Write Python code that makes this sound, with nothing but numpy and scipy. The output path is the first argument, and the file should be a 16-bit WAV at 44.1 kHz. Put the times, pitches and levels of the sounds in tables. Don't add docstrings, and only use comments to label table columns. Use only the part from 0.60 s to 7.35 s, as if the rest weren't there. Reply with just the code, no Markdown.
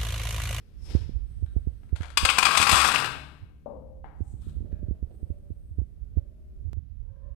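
import sys
import numpy as np
from scipy import signal
from scipy.fft import rfft, irfft, next_fast_len
from scipy.io import wavfile
from scipy.ndimage import map_coordinates

SR = 44100
rng = np.random.default_rng(int(sys.argv[2]) if len(sys.argv) > 2 else 0)


def elevation(decibels):
    levels = np.asarray(decibels, float)
    return 10 ** (levels / 20)


def generate_wav(sig):
    pcm = np.round(np.clip(np.atleast_2d(sig).T, -1, 1) * 32767).astype(np.int16)
    wavfile.write(sys.argv[1], SR, pcm)


N = 297654

# time in seconds, peak in dB, share of the bowl's air in dB,
# share of treble in dB.
STRIKES = [(1.572, -3, -15, -16.5), (1.65, -4, -13.5, -16.5), (1.689, -12, -12.5, -25),
           (1.698, -9.5, -14, -17.5), (1.735, -25, -11.5, -18), (1.761, -24.5, -14, -22.5),
           (1.771, -19.5, -9, -21.5), (1.783, -4.5, -14, -14.5), (1.827, -7.5, -12, -18),
           (1.852, -5.5, -11.5, -18), (1.864, -7.5, -10, -20.5), (1.886, -16.5, -6, -21.5),
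           (1.909, -14.5, -10.5, -20), (1.942, -18.5, -6, -22), (1.952, -14.5, -11, -23.5),
           (1.972, -6, -15, -14.5), (1.997, -12, -11.5, -19), (2.014, -9.5, -12.5, -16),
           (2.025, -6.5, -13.5, -18.5), (2.067, -7.5, -8, -19), (2.092, -7, -10.5, -14.5),
           (2.113, -7, -15, -15.5), (2.127, -7.5, -8, -14.5), (2.154, -12.5, -11, -13.5),
           (2.166, -12.5, -7, -17.5), (2.2, -12.5, -10.5, -14), (2.213, -9.5, -10, -14),
           (2.228, -16.5, -9, -15), (2.245, -14, -8, -15.5), (2.264, -14.5, -7, -16.5),
           (2.274, -15.5, -12.5, -13), (2.286, -14, -7.5, -18.5), (2.302, -17.5, -8.5, -19),
           (2.339, -14, -3, -27), (2.346, -13.5, -7, -17.5), (2.359, -13.5, -13, -17.5),
           (2.381, -18.5, -8, -16), (2.4, -18.5, -10.5, -17), (2.422, -20.5, -8, -15.5),
           (2.444, -19, -17, -24.5), (2.471, -24.5, -7.5, -27.5), (2.553, -34, -9, -25)]
# time in seconds, factor.
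STRIKE_RING = [(1.8, 0.56), (2.0, 0.96), (2.4, 0.47)]
# time in seconds, level in dB, air note of the bowl in Hz.
POUR = [
    (1.76, -34, 1096),
    (1.838, -33, 1140),
    (2.034, -24, 1141),
    (2.178, -21.5, 1161),
    (2.244, -24.5, 1260),
    (2.332, -25.5, 1321),
    (2.52, -39, 1386),
]
# time in seconds, factor on ring time.
FILL = [(1.55, 0.89), (1.95, 0.65), (2.2, 0.74), (2.5, 0.089)]
# pitch in Hz, level in dB.
STEEL = [(845.2, -54), (1098, -40), (1157, -44), (1217, -42), (1303, -49), (1437, -46), (2164, -52.5),
         (2444, -42), (2939, -46.5), (3311, -45), (3413, -44), (3779, -49.5), (4377, -50), (4850, -43.5),
         (5006, -53), (5373, -58.5), (6395, -54), (7165, -57.5), (7289, -54.5), (7671, -54), (7887, -55),
         (8134, -49), (8635, -55.5), (9135, -53)]
# pitch in Hz, level in dB.
FLANK = [(5378, -46.5), (5911, -51), (6336, -51), (6837, -55.5), (7289, -50), (7677, -48.5), (8134, -42.5),
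         (9141, -50.5), (9916, -57.5), (11267, -55.5)]
# pitch in Hz, time to fall 60 dB in seconds.
STEEL_T60 = [(1000, .12), (1500, .17), (2500, .14), (5000, 0.18), (9000, 0.13)]
# pitch in Hz, level in dB, time to fall 60 dB in seconds.
RIM = [(2210, -60.5, 0.28), (2660, -46, 0.045), (2580, -52.5, 0.041)]
# pitch in Hz, level in dB, time to fall 60 dB in seconds.
WALL = [(1577, 0, .5), (1841, 2, .45), (2200, 9, .7), (2640, 4, .6), (2945, 2, .44), (3548, 7, .36),
        (3910, 8, .38), (4048, 5, .35), (4705, 3, .35)]
# frequency in Hz, level in dB per Hz.
CLATTER = [(120, -36.5), (200, -14.5), (422, -25), (620, -21), (827, -5.5), (890, -14.5), (1130, -3),
           (1840, -13), (2290, -9), (2510, -3), (3120, -11), (4840, -13), (6710, -20), (8200, -14.5),
           (11500, -26), (14200, -34.5), (15500, -41.5)]
# frequency in Hz, level in dB per Hz.
HEAP = [(180, -39), (300, -9), (610, -5.5), (850, -4), (1320, 4), (1900, -4.5), (2800, -8.5), (4000, -9),
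        (6500, -21), (8140, -20.5), (12700, -28), (15500, -45.5)]
# time in seconds, peak in dB, pitch in Hz, time to fall 60 dB in seconds.
RIM_PINGS = [(1.688, -11.5, 2523, 0.02), (1.698, -12.5, 2475, 0.051), (1.774, -24.5, 2587, 0.026),
             (1.827, -13.5, 2466, 0.059), (2.3585, -9.5, 2625, 0.0055), (2.424, -33, 2588, 0.019)]
# time in seconds, peak in dB, pitch in Hz.
POPS = [(1.784, -12, 1020), (1.827, -16.5, 1082), (1.852, -17.5, 1370), (1.865, -18, 1230),
        (1.866, -13.5, 1190), (1.887, -17.5, 1100), (1.909, -18.5, 1140), (1.952, -20, 1600),
        (1.952, -16.5, 1060), (1.974, -16, 1030), (1.997, -15.5, 1210), (2.013, -14.5, 1090),
        (2.067, -11, 1110), (2.093, -15, 1090), (2.129, -14.5, 1140), (2.155, -12.5, 1170),
        (2.191, -16.5, 1176), (2.214, -14.5, 1320), (2.229, -15.5, 1250), (2.246, -12.5, 1250),
        (2.266, -15.5, 1280), (2.287, -18.5, 1320), (2.301, -18.5, 1390), (2.311, -17.5, 1410),
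        (2.34, -17.5, 1280), (2.414, -32.5, 1400), (2.444, -27, 895), (2.443, -19.5, 1330)]
# time in seconds, peak in dB, pitch in Hz, share of treble in dB.
RATTLES = [(0.862, -54, 1502, -22), (1.233, -51, 1320, -30.5), (1.292, -55, 1400, -20.5),
           (1.356, -45, 1418, -14.5), (1.361, -33.5, 1423, -11), (1.409, -36, 1352, -22.5),
           (1.421, -38.5, 1500, -13), (1.431, -30.5, 1411, -18.5), (1.446, -36, 705, -32.5),
           (1.456, -39.5, 705, -13.5), (1.482, -43, 1370, -21), (1.493, -47.5, 1400, -6.5),
           (1.503, -36.5, 1395, -10), (3.819, -59, 729, 1), (3.895, -52, 784, -4)]
# frequency in Hz, level in dB per Hz.
TICK = [(290, -35.5), (500, -7.5), (734, 0), (1090, -7), (2200, -4.5), (2610, -9), (3270, -7), (5310, -18),
        (9790, -22.5), (15000, -45.5)]
# time of the peak in seconds, peak in dB,
# rise in dB per second, fall in dB per second, hold in seconds.
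SLIDES = [
    [(0.01, -71, 40, 55, 0), (0.305, -48.5, 260, 142.5, 0.038)],
    [(0.698, -78.5, 145, 12.5, 0)],
    [(3.66, -71, 256, 330, 0.0683), (3.815, -74.5, 400, 150, 0.0474)],
    [(3.83, -70.5, 303, 120.5, 0.056)],
    [(4.56, -78, 135, 57, 0.0014), (5.04, -81.5, 59, 50.5, 0.0117)],
    [(0.245, -60.5, 325, 93, 0.031)],
]
# frequency in Hz, level in dB per Hz.
SLIDE_TONES = [
    [(290, -4.5), (500, -7), (684, -15), (1020, -16), (1470, -20), (1630, -16.5), (3670, -17), (4050, -18),
     (5230, -15.5), (6210, -24.5), (11300, -34), (15000, -46)],
    [(1760, -35.5), (3000, -1.5), (6550, -7), (7300, -15), (8290, 8), (9300, -2.5), (15000, -16)],
    [(1180, -51), (2000, -19), (4340, -18), (5270, -17.5), (6030, -11.5), (8600, 0), (9280, -11.5),
     (15000, -24)],
    [(530, -32), (900, -5.5), (1310, 4), (2080, -8), (3610, 0.5), (6060, -20.5), (8040, -8), (15000, -17)],
    [(2350, -35), (4000, -24), (7310, -30), (8120, 10), (9530, 5), (10500, -8.5), (15000, 1)],
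    [(2000, -41), (4600, -18), (5300, 4), (6000, -16), (8500, -12.5), (11500, -20), (15000, -32)],
]
# time in seconds, peak in dB.
KNOCKS = [
    (3.059, -30.5),
    (3.443, -35),
]
# pitch in Hz, level in dB, time to fall 60 dB in seconds.
KNOCK_MODES = [
    [(258.7, -19, 0.22), (528, -12.5, 0.76), (579.5, 1.5, 0.091)],
    [(775, 4, 0.015), (820, -25, 0.3), (999, -29, .3), (1250, -30, 0.23), (1600, -37, 0.37),
     (2155, -32, 0.25), (2630, -37, 0.13)],
]
# frequency in Hz, level in dB per Hz.
KNOCK_THUDS = [
    [(120, -28.5), (200, -12), (267, 0), (347, -24), (552, -1), (610, -10.5), (1070, -20), (1770, -54),
     (4000, -62), (5200, -88.5), (8800, -120)],
    [(180, -32), (300, -4.5), (707, -17), (828, -9), (920, -13), (1020, -10), (1600, -10.5), (2220, -21.5),
     (3400, -32.5), (7000, -54), (9100, -82), (15400, -120)],
]
# time of the peak in seconds, peak in dB,
# rise in dB per second, fall in dB per second, pitch in Hz.
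BOOM = [
    (1.72, -57, 140, 12, 151),
    (2.4, -44.5, 24, 46.5, 125.4),
    (2.47, -50, 40, 72, 253.6),
    (3.12, -56, 203, 50, 123.7),
    (3.9, -49, 64.5, 24.5, 168.9),
]
# time in seconds, level in dB.
NUDGES = [
    (0.86, -67.5),
    (4.115, -66),
]
# time in seconds, peak in dB, pitch in Hz,
# share of the dip in dB.
JABS = [(0.352, -8, 66, -8.5), (0.406, -23, 86, -38), (0.495, -27.5, 57, -3.5), (0.965, -11, 63.2, -15.5),
        (1.073, -14.5, 63.7, -13.5), (1.329, -12.5, 67, -17.5), (1.407, -18.5, 72, -14.5),
        (2.002, -23, 76.6, -4), (3.741, -28.5, 97, -14), (4.286, -21.5, 88, -11), (5.111, -25.5, 81.1, -36)]
PRESSES = [(3.97, -21.5, 67.7, -17), (4.007, -22, 77, -14), (4.028, -30.5, 75.6, -6.5),
           (4.048, -29.5, 79.8, -8.5), (4.197, -31, 69.58, -15), (4.13, -21, 74.24, -11.5),
           (4.311, -18, 61.1, -8.5), (4.429, -18.5, 66.4, -13.5), (4.631, -21.5, 72.33, -12),
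           (4.705, -21, 74.9, -11.5), (4.906, -24.5, 83.3, -8.5), (5.187, -14, 79.9, -16),
           (5.218, -22.5, 69, -12), (5.573, -11, 75.27, -15), (6.08, -23, 79.2, -26),
           (6.132, -25.5, 61.6, -19.5)]
SQUEEZES = [(0.555, -15.5, 60, -51), (0.827, -14.5, 77, -20), (1.632, -15, 69.3, -14),
            (2.125, -14.5, 78.45, -13), (2.823, -30.5, 88.9, -24), (3.608, -17.5, 78.8, -11.5),
            (3.87, -22, 73, -14), (4.231, -21.5, 78.9, -10), (5.418, -24.5, 53.43, -36),
            (6.053, -23, 85.2, -26), (6.171, -19, 82.8, -24.5)]
# delay of the peak in seconds, length in seconds.
THUMP_KINDS = [
    (.003, .016),
    (.009, 0.012),
    (0.012, .01),
]
# time of the peak in seconds, peak in dB, rise in dB per second,
# fall in dB per second, hold in seconds.
RUBS = [
    (0.951, -64.5, 81, 61.5, 0.12),
    (4.094, -58, 39.5, 40, 0.25),
    (4.558, -63, 67, 25, 0.18),
    (5.573, -56.5, 400, 205, .02),
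]
# frequency in Hz, level in dB per Hz.
RUB_TONE = [(200, -20), (320, 2.5), (680, -6.5), (900, -22.5), (2000, -32.5), (4500, -37.5), (7000, -60)]
# time in seconds, level in dB.
GRIP = [(0.0, -58), (0.28, -39.5), (0.47, -36.5), (0.77, -39.5), (1.75, -47), (2.61, -63.5), (2.91, -57.5),
        (3.8, -40.5), (4.74, -46.5), (5.66, -45.5), (5.9, -48.5), (6.03, -39.5), (6.75, -42)]
# frequency in Hz, level in dB per Hz.
GRIP_TONE = [(12, -42.5), (20, -6), (55, 6.5), (77, 0), (110, -5.5), (135, -16.5), (161, -17.5), (433, -46),
             (709, -54), (900, -63.5), (1170, -94), (1980, -120)]
# start in seconds, length in seconds, pitch in Hz, peak in dB,
# share of the length before the peak.
WHIMPERS = [
    (4.048, 0.25, 594, -67.5, 0.84),
    (4.601, 0.414, 575, -68.5, 0.17),
    (5.551, 0.5, 627.3, -74, 0.057),
    (6.391, 0.4, 560, -69, 0.71),
]
# overtones in dB, width in Hz, depth of the pitch arch, place of its top.
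WHIMPER_VOICES = [
    (-34, 31.3, .05, 0.45),
    (-45, 35, .05, .4),
    (-40, 44, 0.62, 0.483),
    (-10, 58, 0.32, 0.791),
]
# pitch in Hz, level in dB.
HUM = [(37.5, -68), (75, -64), (100, -69), (150, -57), (187, -65.5), (225, -62), (262, -74.5), (300, -63.5),
       (375, -69), (413, -77), (450, -78)]
# frequency in Hz, level in dB per Hz.
INDOORS = [(25, -3.5), (45, 3), (110, -7.5), (250, -16), (520, -23), (620, -27), (900, -36.5),
           (2000, -48.5)]
# frequency in Hz, time to fall 60 dB in seconds.
ROOM = [(150, 0.67), (500, 0.9), (1200, 0.66), (3800, 0.67), (6000, 0.54), (12000, .52)]
# frequency in Hz, loss in dB.
COVER = [(60, -2.5), (110, -2), (200, 4.5), (380, 5.5), (700, 12), (1290, 16.5), (2380, 13.5), (3600, 13),
         (4400, 29), (8120, 71), (15000, 43)]
# frequency in Hz, level in dB per Hz.
HISS = [(380, -31), (650, -8.5), (1050, -7.5), (1150, -6.5), (1320, -4.5), (2370, -7.5), (6120, -17),
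        (7000, -22), (7680, -25), (8550, -18.5), (14400, -20), (15800, -26)]
# time in seconds, hiss level in dB.
HISS_DB = [(2.82, -78.5), (2.89, -86), (3.44, -90), (3.57, -86)]

PELLETS_PER_S = 380
RIM_PER_DB = -2.5
ONE_PORT_DB = 5
ENTRY_DB, EXIT_DB = -11.5, -17
DRONE_HZ, DRONE_DB, DRONE_SAG_HZ_PER_S, DRONE_RISE_S = 69, -47, 0.7, 0.33
INDOORS_DB, CUT_S = -55, 6.15
EDGE_HZ = 15300


def evened(x):
    return x / np.sqrt(np.mean(x ** 2) + 1e-20)


def read(points, hz):
    f, value = np.transpose(points)
    return np.interp(np.log(hz + 1), np.log(f + 1), value)


def curve(rows, column=1):
    return np.interp(np.arange(N) / SR, np.transpose(rows)[0], np.transpose(rows)[column])


def add(mix, s, sound):
    part = mix[round(s * SR):][:len(sound)]
    part += sound[:len(part)]


def colour(x, points, sign=1):
    size = next_fast_len(x.shape[-1])
    gain = elevation(sign * read(points, np.fft.rfftfreq(size, 1 / SR)))
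    return irfft(rfft(x, size) * gain, size)[..., :x.shape[-1]]


def share_db(x, lo_hz, hi_hz):
    power, hz = abs(rfft(x[:1024])) ** 2, np.fft.rfftfreq(1024, 1 / SR)
    band = (hz > lo_hz) & (hz < hi_hz)
    return 10 * np.log10(power[band].sum() / power.sum())


def slow(per_s):
    knots = rng.standard_normal(700)
    return evened(map_coordinates(knots, [np.arange(N) / SR * per_s], order=3))


def swell(s, db, rise_db, fall_db, hold_s=0):
    t = np.arange(N) / SR - s
    return elevation(db + np.where(t < 0, rise_db * t, -fall_db * np.maximum(t - hold_s, 0)))


def resonate(x, hz, width):
    turn = np.exp(2j * np.pi * np.cumsum(hz * np.ones(len(x))) / SR)
    r = np.exp(-np.pi * width / SR)
    return 2 * (turn * signal.lfilter([1 - r], [1, -r], x / turn + 1e-18)).real


def resonate_twice(x, hz, width):
    return resonate(resonate(x, hz, width), hz, width)


def ring(modes, size, spread_db=0):
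    hz, db, t60 = np.transpose(modes)[:, :, None]
    t = np.arange(size) / SR
    chance = rng.standard_normal((2, len(hz), 1))
    gain = elevation(db + spread_db * chance[0] - 60 * t / t60) * np.sign(chance[1])
    return (gain * np.sin(2 * np.pi * hz * t)).sum(0)


def impact(s, ring_factor=1):
    t = np.arange(8192) / SR
    bare = np.clip(np.interp(s, *np.transpose(FILL)), .05, 1)
    fill = ring_factor * bare
    body = STEEL + [(hz, db - 0.5) for hz, db in FLANK]
    steel = [(hz * rng.uniform(1.0, 1.01), db, read(STEEL_T60, hz) * fill) for hz, db in body]
    rim = [(hz, db, t60 * bare) for hz, db, t60 in RIM]
    modes = ring(steel + rim, size=8192, spread_db=4.5)
    noise = rng.standard_normal(8192)
    air_hz = np.interp(s, *np.transpose(POUR)[[0, 2]]) * rng.uniform(0.904, 1.14)
    modes += .6 * bare * abs(modes).max() * ring([(air_hz, 0, 0.02 * ring_factor)], size=8192)
    clatter = bare * evened(colour(noise, CLATTER))
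    patter = 0.88 * (1 - bare) ** 2 * evened(colour(noise, HEAP))
    fine = evened(clatter + patter)
    fine *= elevation(-60 * t / (0.058 * fill + .012)) + elevation(-18 - 60 * t / (.24 * fill))
    spread = (1 - np.exp(-t / 0.0021)) * np.cos(t / t[-1] * np.pi / 2)
    modes_gain = elevation(-9.5 - 23.0 * (0.5 - bare))
    return (modes_gain * modes / abs(modes).max() + elevation(-4.0) * fine) * spread


def strikes():
    out = np.zeros(N)
    for s, db, air_db, treble_db in STRIKES:
        hit = impact(s, np.interp(s, *np.transpose(STRIKE_RING)))
        rim_db = RIM_PER_DB * max(-14.5 - air_db, 0)
        air_gain_db = air_db + 7 - share_db(hit, 800, 1600)
        treble_gain_db = treble_db + 8 - share_db(hit, 5000, 12000)
        tone = [(1500, air_gain_db), (2200, 0.0025), (2650, rim_db), (3300, 0.0037), (5500, treble_gain_db)]
        hit = colour(hit, tone) * np.linspace(1, 0, 8192)
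        add(out, s, elevation(db + ONE_PORT_DB - 1.5) * hit / abs(hit).max())
    return out


def stream(count=10):
    sizes = elevation(4.8 * np.minimum(rng.exponential(1, N), 3.2)) * (rng.random(N) < PELLETS_PER_S / SR)
    t, out = np.arange(N) / SR, np.zeros(N)
    times = np.linspace(POUR[0][0], POUR[-1][0], count)
    place = np.round(np.interp(t, times, np.arange(count)) + rng.uniform(-1.5, 1.5, N))
    flow = elevation(curve(POUR)) * (t > times[0]) * (t < times[-1]) / np.sqrt(PELLETS_PER_S)
    for k, s in enumerate(times):
        hit = impact(s)
        out += signal.oaconvolve(sizes * flow * (place == k), hit / np.linalg.norm(hit))[:N]
    hollow = np.clip(np.interp(t, *np.transpose(FILL)), 0, 1) ** 0.76
    wall = np.zeros(N)
    for hz, db, t60 in WALL:
        wall += elevation(db) * signal.lfilter(*signal.iirpeak(hz, hz * t60 / 1.6, fs=SR), out)
    out += elevation(-6.5) * hollow * resonate(out, curve(POUR, 2), 340) + wall
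    return elevation(41) * out


def pings():
    out = np.zeros(N)
    onset = np.minimum(np.arange(4096) / (0.00035 * SR), 1)
    for s, db, hz, t60 in RIM_PINGS:
        ping = ring([(hz, 0, t60), (hz * 1.07, -3, t60), (hz * 0.92, -5, t60)], size=4096) * onset
        add(out, s, elevation(db + ONE_PORT_DB) * ping / abs(ping).max())
    return out


def pops():
    out = np.zeros(N)
    onset = np.minimum(np.arange(4096) / (0.00086 * SR), 1)
    for s, db, hz in POPS:
        pop = ring([(hz, 0, .03), (hz * 1.3, -6, .025)], size=4096) * onset
        add(out, s, elevation(db + ONE_PORT_DB - 3) * pop / abs(pop).max())
    return out


def rattles():
    out, t = np.zeros(N), np.arange(4096) / SR
    for s, db, hz, treble_db in RATTLES:
        crack = colour(rng.standard_normal(4096), TICK)
        crack = colour(crack, [(1500, 0.00036), (5000, treble_db + 17.5)])
        fade = elevation(-60 * t / 0.0073) + elevation(-13.5 - 60 * t / 0.14)
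        tick = evened(crack) * fade + elevation(-2.5) * ring([(hz, 0, .02)], size=4096)
        tick *= 1 - np.exp(-t / .0004)
        add(out, s, elevation(db + ONE_PORT_DB) * tick / abs(tick).max())
    return out


def slides():
    out = np.zeros(N)
    for strokes, tone in zip(SLIDES, SLIDE_TONES):
        grains = evened(colour(rng.standard_normal(N) * elevation(1.3 * slow(80)), tone))
        out += elevation(ONE_PORT_DB) * sum(swell(*row) for row in strokes) * grains
    return out


def knocks():
    out, t = np.zeros(N), np.arange(16384) / SR
    tails_s, rises_s, thuds_db = [.4, .3], [.0012, .0003], [-2, -16]
    kinds = zip(KNOCKS, KNOCK_MODES, KNOCK_THUDS, tails_s, rises_s, thuds_db)
    for (s, db), modes, tone, t60, rise, thud_db in kinds:
        fade = elevation(-60 * t / 0.0125) + elevation(-3.5 - 60 * t / t60)
        thud = evened(colour(rng.standard_normal(16384), tone)) * fade
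        blow = ring(modes, size=16384) + elevation(thud_db) * thud
        blow *= 1 - np.exp(-(t / rise) ** 2)
        add(out, s, elevation(db + ONE_PORT_DB) * blow / abs(blow).max())
    shake = rng.standard_normal(N)
    return out + sum(swell(*row) * evened(resonate_twice(shake, hz, 70)) for *row, hz in BOOM)


def grip():
    out, lead = np.zeros(N), 0.04
    t = np.arange(6000) / SR - lead
    shifts = [row + kind for rows, kind in zip([JABS, PRESSES, SQUEEZES], THUMP_KINDS) for row in rows]
    for s, db, hz, snap_db, delay, length in shifts:
        push = np.exp(-((t - delay) / np.where(t < delay, delay + 0.0038, length)) ** 2)
        low = push * np.cos(2 * np.pi * hz * (t - delay))
        snap = -np.exp(-((t + .0003) / .001) ** 2)
        rub = rng.standard_normal(6000)
        scratch = evened(colour(rub, [(700, -20), (1200, 0), (4500, -7.5), (7000, -29.5)]))
        creak = evened(resonate_twice(rub, 450, 330)) + elevation(-26.5) * scratch
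        creak *= elevation(db - 27) * np.exp(-((t - .004) / np.where(t < .004, .006, .02)) ** 2)
        add(out, s - lead, elevation(db) * (low + elevation(snap_db + 11) * snap + creak))
    add(out, 6.132, elevation(-31) * np.exp(-(t + lead) / 0.0034))
    rumble = evened(colour(rng.standard_normal(N), GRIP_TONE) * elevation(1.0 * slow(14)))
    creeping = evened(colour(rng.standard_normal(N) * elevation(3 * slow(60)), RUB_TONE))
    out += sum(swell(*row) for row in RUBS) * creeping
    return out + elevation(curve(GRIP) + ONE_PORT_DB) * rumble


def nudges():
    out, t = np.zeros(N), np.arange(12000) / SR
    for (s, db), (lower_hz, upper_hz) in zip(NUDGES, [(1500, 3800), (1620, 2360)]):
        air = rng.standard_normal(12000)
        blur = evened(resonate_twice(air, lower_hz, 500))
        blur += 0.61 * evened(resonate_twice(air, upper_hz, 350))
        add(out, s, elevation(db - 60 * t / 0.36) * (1 - np.exp(-t / 0.0042)) * blur)
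    return out


def whimpers():
    out = np.zeros(N)
    for (s, length, top_hz, peak_db, share), (over_db, width, arch, top) in zip(WHIMPERS, WHIMPER_VOICES):
        t = np.arange(0, length, 1 / SR)
        hz = top_hz * (1 - arch * (t / length - top) ** 2)
        level_db = peak_db + np.interp(t / length, [0, share, 1], [ENTRY_DB, 0, EXIT_DB])
        air = rng.standard_normal(N)[:len(hz)]
        voice = evened(resonate_twice(air, hz, width))
        for ratio, db in [(.66, 0.5), (1.85, 1), (3.02, -7)]:
            voice += elevation(over_db + db) * evened(resonate_twice(air, ratio * hz, 130))
        add(out, s, elevation(level_db + 7.5) * voice * signal.windows.tukey(len(hz), .15))
    return out


def motor():
    t = np.arange(N) / SR
    lines = np.zeros(N)
    for hz, db in HUM:
        lines += elevation(db - 3.5 + 3.3 * slow(2.027)) * np.sin(2 * np.pi * (hz * t + rng.random()))
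    drone = elevation(DRONE_DB - 4.8 * np.clip(t - 5.2, 0, 1) + 4.4 * slow(6.8))
    drone *= np.minimum(t / DRONE_RISE_S, 1) ** 2
    drone *= np.sin(2 * np.pi * (DRONE_HZ - DRONE_SAG_HZ_PER_S * t / 2) * t)
    wash = elevation(INDOORS_DB + 1.4 * slow(2.6)) * evened(colour(rng.standard_normal(N), INDOORS))
    motor_on, wash_on = np.clip((CUT_S - t) / 0.017, 0, 1), np.clip((CUT_S - t) / 0.021, .3, 1)
    return (lines + drone) * motor_on + wash * wash_on


def room(x, count=2):
    taps = np.zeros((count, SR))
    at = np.arange(200, SR - 20, 20) + rng.integers(0, 20, (count, (SR - 201) // 20))
    np.put_along_axis(taps, at, rng.choice([-1., 1.], at.shape), 1)
    hz, t, z = signal.stft(taps, SR, nperseg=256)
    tail = signal.istft(z * elevation(-60 * t / read(ROOM, hz)[:, None]), SR, nperseg=256)[1]
    return signal.fftconvolve(x[None], tail / np.linalg.norm(tail[0]), axes=1)[:, :N]


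def scene():
    near = strikes() + stream() + rattles() + slides() + pings() + pops()
    far = knocks() + nudges() + whimpers()
    hum = motor()
    wet = room(elevation(-5.5) * near + elevation(-2.5) * far)
    left = near + far + wet[0] + hum
    under_finger = elevation(-8.0) * (near + far + wet[0]) + wet[1] + elevation(-10.0) * hum
    right = colour(under_finger, COVER, sign=-1.5) + grip()
    return np.array([left + elevation(-48.5) * right, right])


def band_limit(x):
    return signal.sosfilt(signal.butter(12, 16470, fs=SR, output="sos"), x)


def record(dry):
    level_db = curve(HISS_DB) + [[5], [1.5]]
    hiss = elevation(level_db) * evened(colour(rng.standard_normal(dry.shape), HISS))
    edge = signal.firwin(255, EDGE_HZ, window=("kaiser", 9), fs=SR)[None]
    fade_out = np.minimum((N - np.arange(N)) / 150, 1)
    loud = 1.278 * np.tanh((dry + hiss) / 1.28)
    return band_limit(signal.oaconvolve(fade_out * loud, edge, "same"))


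dry = scene()
out = record(dry)
generate_wav(out)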